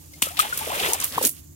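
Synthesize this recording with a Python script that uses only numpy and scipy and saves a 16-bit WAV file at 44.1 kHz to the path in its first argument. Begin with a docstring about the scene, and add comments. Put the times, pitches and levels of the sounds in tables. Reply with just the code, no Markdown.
"""A soaked net on a wet muddy bank, close to a pair of spaced microphones, over steady coloured noise:
distant rumble, faint outdoor hiss and an insect band. First drops and wet mesh slap down: filtered noise bursts.
Then the net drags: dense clicks fizz and trickle, while gliding, dying sines pop and gurgle as air pockets.
Late in the drag more slaps crowd in with bright spray; as the net flops over, the gurgle reaches lower,
swells once more and fades."""
import sys
import numpy as np
from scipy import signal
from scipy.fft import rfft, irfft, next_fast_len
from scipy.io import wavfile
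from scipy.ndimage import map_coordinates

SR = 44100
rng = np.random.default_rng(int(sys.argv[2]) if len(sys.argv) > 2 else 0)


def output_pcm(signal):
    """Save a mono or channel-first signal as 16-bit PCM at the path in sys.argv[1].

    Samples are clipped to [-1, 1] before scaling.
    """
    pcm = np.clip(np.atleast_2d(signal).T, -1, 1) * 32767
    wavfile.write(sys.argv[1], SR, np.round(pcm).astype(np.int16))


def voltage_ratio(decibels):
    """Convert decibels (scalar or array-like) to amplitude ratios, 20 dB per decade."""
    exponent = np.asarray(decibels, float) / 20
    return 10 ** exponent


N = 68355
LEFT_RIGHT = np.array([[0.5], [-0.5]])   # splits a left-right difference in dB between the sides


def rms_one(x):
    """Normalisation: equal mean power, so that a level in dB can follow."""
    return x / np.sqrt(np.mean(x ** 2) + 1e-20)


def in_time(rows):
    """Linear interpolation: each column of a table becomes one value per sample."""
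    start_s, *columns = np.transpose(rows)
    return [np.interp(np.arange(N) / SR, start_s, column) for column in columns]


def at_hz(points, hz):
    """Logarithmic frequency scale: a table is read by octaves and held level above 15 kHz."""
    table_hz, values = np.array(points).T
    return np.interp(np.log(np.minimum(hz, 15000)), np.log(table_hz), values)


def drift(rate_hz):
    """Low-pass filtered noise: two equal real poles leave a slow random curve of rms 1."""
    r = np.exp(-2 * np.pi * rate_hz / SR)
    curve = signal.lfilter([1], [1, -2 * r, r * r], rng.standard_normal(N + SR))
    return rms_one(curve[SR:])   # skip the filter's start


def colour(x, gain_of_hz):
    """Linear filtering: each frequency of the spectrum is multiplied by its own gain."""
    size = next_fast_len(x.shape[-1] + 2048)
    hz = np.maximum(np.arange(size // 2 + 1) * SR / size, 1)
    return irfft(rfft(x, size) * gain_of_hz(hz), size)[..., :x.shape[-1]]


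def alike(three, likeness):
    """Partial coherence: one common and two own signals share the power of the sides by frequency."""
    def share(hz):
        return np.clip(at_hz(likeness, hz), 0, 1)

    common = colour(three[0], lambda hz: np.sqrt(share(hz)))
    own = colour(three[1:], lambda hz: np.sqrt(1 - share(hz)))
    return common + own


def add(out, start_s, sound):
    """Superposition: a sound is summed into the mix at its start, cut at the end of the scene."""
    i = int(start_s * SR)
    out[..., i:i + sound.shape[-1]] += sound[..., :N - i]


# Spectrum of the outdoor floor: pitch_hz [Hz], level_db [dB per Hz, relative]
OUTDOORS_SPECTRUM = [(30, -32), (50, -11.5), (82, 6.5), (105, -8), (152, -1.5), (210, -15), (310, -2),
                     (410, -26.5), (850, -30), (1400, -32.5), (3200, -37), (5200, -35.5), (6500, -21.5),
                     (7300, -20), (8100, -27.5), (10000, -33.5), (13000, -27)]
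# Coherence of the outdoor floor: pitch_hz [Hz], common_share [0 to 1, of power]
OUTDOORS_COHERENCE = [(60, 1), (150, 0.8), (300, 0.016), (15000, 0.096)]


def outdoors():
    """Stationary noise: rumble, hiss and an insect band are peaks of one fixed spectrum."""
    air = alike(rng.standard_normal((3, N)), OUTDOORS_COHERENCE)
    return voltage_ratio(-47) * rms_one(colour(air, lambda hz: voltage_ratio(at_hz(OUTDOORS_SPECTRUM, hz))))


# Coherence of the splashing water: pitch_hz [Hz], common_share [0 to 1, of power]
WATER_COHERENCE = [(200, 0.78), (1200, 0.31), (3000, 0.54), (6000, 0.089), (15000, 0.017)]


def water_sides(three):
    """Partial coherence of a near, wide source: the sides share the bass far more than the treble."""
    return alike(three, WATER_COHERENCE)


def grains(per_s, spread_db, channels):
    """Shot noise: independent random clicks of either sign, with exponentially spread levels."""
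    sizes = voltage_ratio(spread_db * np.minimum(rng.exponential(1, (channels, N)), 5))
    signs = rng.choice([-1, 1], (channels, N))
    return sizes * signs * (rng.random((channels, N)) < per_s / SR)


def hiss(per_s, spectrum, spread_db, flicker_db):
    """Filtered shot noise: dense droplet clicks fuse into a hiss whose level flickers."""
    drops = water_sides(grains(per_s, spread_db, channels=3))
    shaped = colour(drops, lambda hz: voltage_ratio(at_hz(spectrum, hz)))
    return rms_one(shaped) * voltage_ratio(flicker_db * drift(rate_hz=30))


def pop(hz, t60_s, rise, wobble):
    """Bubble resonance: a dying sine glides by rise octaves per s; level and pitch wobble as its wall shakes."""
    t = np.arange(int(t60_s * SR)) / SR
    level, pitch = (np.interp(t * 300, np.arange(len(w)), w) for w in wobble)   # 300 wobble points per s
    phase = 2 * np.pi * np.cumsum(hz * 2 ** (rise * t + 0.045 * pitch)) / SR
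    decay_db = -60 * (t / t60_s) ** 1.35   # power 1 dies evenly; more holds first, then collapses
    onset = 1 - np.exp(-t / 0.00079)
    return np.sin(phase) * voltage_ratio(4.5 * level + decay_db) * onset


def bubbles(per_s, low_hz, late_low_hz, octaves, cycles, spread_db):
    """Random superposition of bubble resonances: smaller ones ring higher and shorter, all rise in pitch."""
    flop_s = 1.11   # once the net flops over, the lowest pitch is late_low_hz
    out, count = np.zeros(N), int(per_s * N / SR)
    for (when, pitch, size, glide), wobble in zip(rng.random((count, 4)), rng.standard_normal((count, 2, 16))):
        start_s = when * N / SR
        low = low_hz if start_s < flop_s else late_low_hz
        hz = low * (low_hz / low * 2 ** octaves) ** pitch   # the highest pitch stays the same
        add(out, start_s, voltage_ratio(spread_db * size) * pop(hz, cycles / hz, 25 * glide, wobble))
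    return rms_one(out)


# Spectrum of the trickle's clicks: pitch_hz [Hz], level_db [dB per Hz, relative]
TRICKLE_SPECTRUM = [(710, -10), (1200, -2), (1390, -6), (1740, -5.5), (3060, -3.5), (3700, -5), (4300, -13),
                    (7800, -29)]


def trickle(level_db):
    """Shot noise with bubble resonances: trickling water is midrange clicks plus small ringing droplets."""
    clicks = hiss(3800, TRICKLE_SPECTRUM, spread_db=4.0, flicker_db=2.31)
    droplets = bubbles(500, low_hz=1682, late_low_hz=1682, octaves=1.186, cycles=32, spread_db=43)
    return voltage_ratio(level_db) * (clicks + voltage_ratio(-10.5) * droplets)


# Spectrum of the fizz: pitch_hz [Hz], level_db [dB per Hz, relative]
FIZZ_SPECTRUM = [(2000, -17), (4600, -1.5), (6500, -1.5), (8020, 0), (12000, 1), (15100, -2.5),
                 (16000, -31.5)]


def fizz(level_db, pan_db):
    """Dense shot noise: water fizzes off the dragged mesh, panned by a level difference."""
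    return voltage_ratio(level_db + LEFT_RIGHT * pan_db) * hiss(9000, FIZZ_SPECTRUM, spread_db=4.0, flicker_db=1.5)


def gurgle(level_db):
    """Bubble resonance at low pitch: many short bubbles gurgle, the last slosh reaching lower."""
    return voltage_ratio(level_db) * bubbles(370, low_hz=378, late_low_hz=223, octaves=1.51, cycles=17, spread_db=17.5)


# Air pockets: start_s [s], pitch_hz [Hz], level_db [dB, relative], t60_s [s], rise [octaves per s]
AIR_POCKETS = [(.134, 2090, -46, 0.067, 1.5), (.222, 1113, -6, 0.0056, -21), (0.225, 229, -19.5, 0.016, -4),
               (0.27, 1253, -27, 0.07, 2.5), (.269, 557, -32, 0.023, 1), (0.306, 652, -40, 0.18, 10.5),
               (0.379, 720, -29.5, 0.027, 20), (0.392, 1245, -8.5, 0.034, 4), (.429, 768, -26, 0.058, 11.5),
               (.448, 780, -32, 0.12, 5.5), (0.526, 1480, -19, 0.039, -1.5),
               (0.609, 850, -25.5, 0.086, 2.5), (.673, 588, -24.5, 0.04, 9),
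               (.694, 625.6, -26.5, 0.19, 27.5), (.72, 570, -29.5, 0.18, 30), (.738, 552, -34, 0.11, -1),
               (.762, 612, -28.5, 0.073, -6), (.795, 707, -25, .05, 10), (0.829, 480, -28.5, 0.12, 9.5),
               (.845, 1965, -23, 0.047, 6.5), (.88, 325, -33, 0.15, 11), (.906, 913, -27.5, 0.025, -7),
               (.922, 890, -25, 0.081, 4.5), (.944, 795, -27.5, 0.048, 6.5), (1.022, 1054, -22.5, 0.03, 15),
               (1.161, 149, -30, 0.048, 4), (1.1785, 753, -16, 0.018, -7), (1.1793, 1045, -15, 0.025, -0.5),
               (1.182, 463, -21, 0.028, -11.5), (1.2125, 520, -21.5, 0.037, -9),
               (1.2128, 880, -21.5, 0.02, 4), (1.238, 438, -23.5, 0.028, -7), (1.253, 286, -23, 0.028, -6)]


def pockets():
    """Bubble resonance: each of the larger air pockets rings once at its own pitch."""
    out = np.zeros(N)
    for start_s, pitch_hz, level_db, t60_s, rise in AIR_POCKETS:
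        add(out, start_s, voltage_ratio(level_db) * pop(pitch_hz, t60_s, rise, rng.standard_normal((2, 64))))
    return out


# Wet slaps: start_s [s], level_db [dB, relative], pitch_hz [Hz, band centre], spray_db [dB re crack, relative]
WET_SLAPS = [(0.135, -42, 4800, 1), (0.2254, -1, 3000, -21), (0.2213, -4, 9550, -11),
             (0.228, -13.5, 11800, -9), (0.241, -18, 3400, -24), (0.371, -19.5, 3060, -6),
             (0.391, -15.5, 2960, -0.5), (.392, -15.5, 9940, 0), (0.533, -25.5, 9400, -1),
             (0.575, -6.5, 12600, -14.5), (0.743, -18, 9500, -5.5), (0.7955, -16, 2920, -1.5),
             (0.9344, 6, 8600, -27), (1.0017, -11.5, 8200, -10.5), (1.0248, -11.5, 4370, -20),
             (1.0404, -6.5, 12000, -14), (1.0445, -2.5, 9300, -30.5), (1.1236, -17, 3900, -23),
             (1.151, -19.5, 4000, -23), (1.18, -10.5, 12300, -20.5), (1.226, -13.5, 10500, -8),
             (1.251, 4, 8000, -36), (1.2544, -3.5, 10500, -8), (1.265, -21, 12500, -23),
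             (1.269, 1, 11300, -23.5), (1.367, -39.5, 2630, -10.5)]


def slaps(pan_db):
    """Impact noise: a sharp band-centred crack, then clumpy spray whose broad part dies before its centre."""
    crack_t60_s, spray_t60_s, wide_spray_t60_s = 0.005, 0.21, 0.12
    clump_db, clump_points_per_s = 3.5, 230   # drops land in clumps
    out, t = np.zeros((2, N)), np.arange(SR // 4) / SR
    for start_s, level_db, pitch_hz, spray_db in WET_SLAPS:
        uneven = voltage_ratio(6.4 * rng.standard_normal((3, len(t))))
        noise = water_sides(rng.standard_normal((3, len(t))) * uneven)

        def centre(octaves):
            return rms_one(colour(noise, lambda hz: np.exp(-0.5 * (np.log2(hz / pitch_hz) / octaves) ** 2)))

        wide = rms_one(colour(noise, lambda hz: hz ** 2 / (hz ** 2 + 1500 ** 2)))
        clumps_db = clump_db * np.interp(t * clump_points_per_s, np.arange(128), rng.standard_normal(128))
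        crack = (centre(octaves=0.41) + voltage_ratio(-9) * wide) * voltage_ratio(-60 * t / crack_t60_s)
        spray = centre(octaves=0.47) * voltage_ratio(-60 * t / spray_t60_s)
        spray = spray + wide * voltage_ratio(1.5 - 60 * t / wide_spray_t60_s)
        add(out, start_s, voltage_ratio(level_db - 10) * (crack + voltage_ratio(spray_db + clumps_db) * spray))
    return out * voltage_ratio(LEFT_RIGHT * pan_db)


# The dragged net: start_s [s], fizz_db [dB], trickle_db [dB], gurgle_db [dB]
NET_DRAG = [(.12, -52, -65, -66), (.21, -48, -60, -58), (.25, -35, -33.5, -51), (.35, -42.5, -48, -59),
            (.43, -34, -35, -42.5), (.51, -37.5, -41.5, -51.5), (.6, -32.5, -35.5, -50),
            (.68, -32.5, -34.5, -38), (.76, -34, -31.5, -40), (.87, -27.5, -27.5, -33),
            (.94, -30, -35.5, -39.5), (.98, -39.5, -37, -42), (1.04, -34, -36.5, -80),
            (1.1, -36.5, -48.5, -54), (1.16, -34, -34, -44), (1.2, -34.5, -39, -44.5),
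            (1.25, -20, -27.5, -28), (1.29, -49, -66, -55.5), (1.37, -47, -57.5, -81),
            (1.5, -63.5, -80, -89)]
# Place of the net: start_s [s], left_lag_ms [ms, left after right], pan_db [dB, left-right of fizz and slaps]
NET_PLACE = [(0, -0.36, -3), (.25, -0.33, 3.5), (.9, -0.33, 2), (1.08, -0.33, 1), (1.14, 0.13, 0),
             (1.3, 0.37, -2), (1.55, 0.24, -13.5)]


def scene():
    """Spaced-pair stereophony: the net arrives at the sides at different times, over the outdoor floor."""
    fizz_db, trickle_db, gurgle_db = in_time(NET_DRAG)
    left_lag_ms, pan_db = in_time(NET_PLACE)
    air_sounds = (gurgle(gurgle_db) + pockets()) * voltage_ratio(LEFT_RIGHT * 4.5)   # stronger on the left
    net = trickle(trickle_db) + fizz(fizz_db, pan_db) + air_sounds + slaps(pan_db)
    net[0] = map_coordinates(net[0], [np.arange(N) - left_lag_ms * SR / 1000], order=3)
    return outdoors() + net


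# Treble mismatch of the microphones: pitch_hz [Hz], level_db [dB, left-right]
MICROPHONE_TILT = [(5000, -0.5), (8500, 0), (11500, -5.5), (15000, -4)]


def microphones(x):
    """Frequency response: the two microphones differ in the treble."""
    return colour(x, lambda hz: voltage_ratio(LEFT_RIGHT * at_hz(MICROPHONE_TILT, hz)))


def top_cut(x):
    """Nothing passes above the cut-off."""
    return signal.sosfilt(signal.butter(12, 16650, fs=SR, output="sos"), x)


def record(dry):
    """Band limiting and clipping: bottom and top are cut and peaks stop at full scale."""
    x = microphones(dry)
    x = signal.sosfilt(signal.butter(2, 36, "high", fs=SR, output="sos"), x)
    x = signal.sosfilt(signal.cheby2(18, 60, 16300, fs=SR, output="sos"), x)   # 60 dB down from 16.3 kHz
    finished = np.clip(x, -1, 1)
    return top_cut(finished)


dry = scene()
out = record(dry)
output_pcm(out)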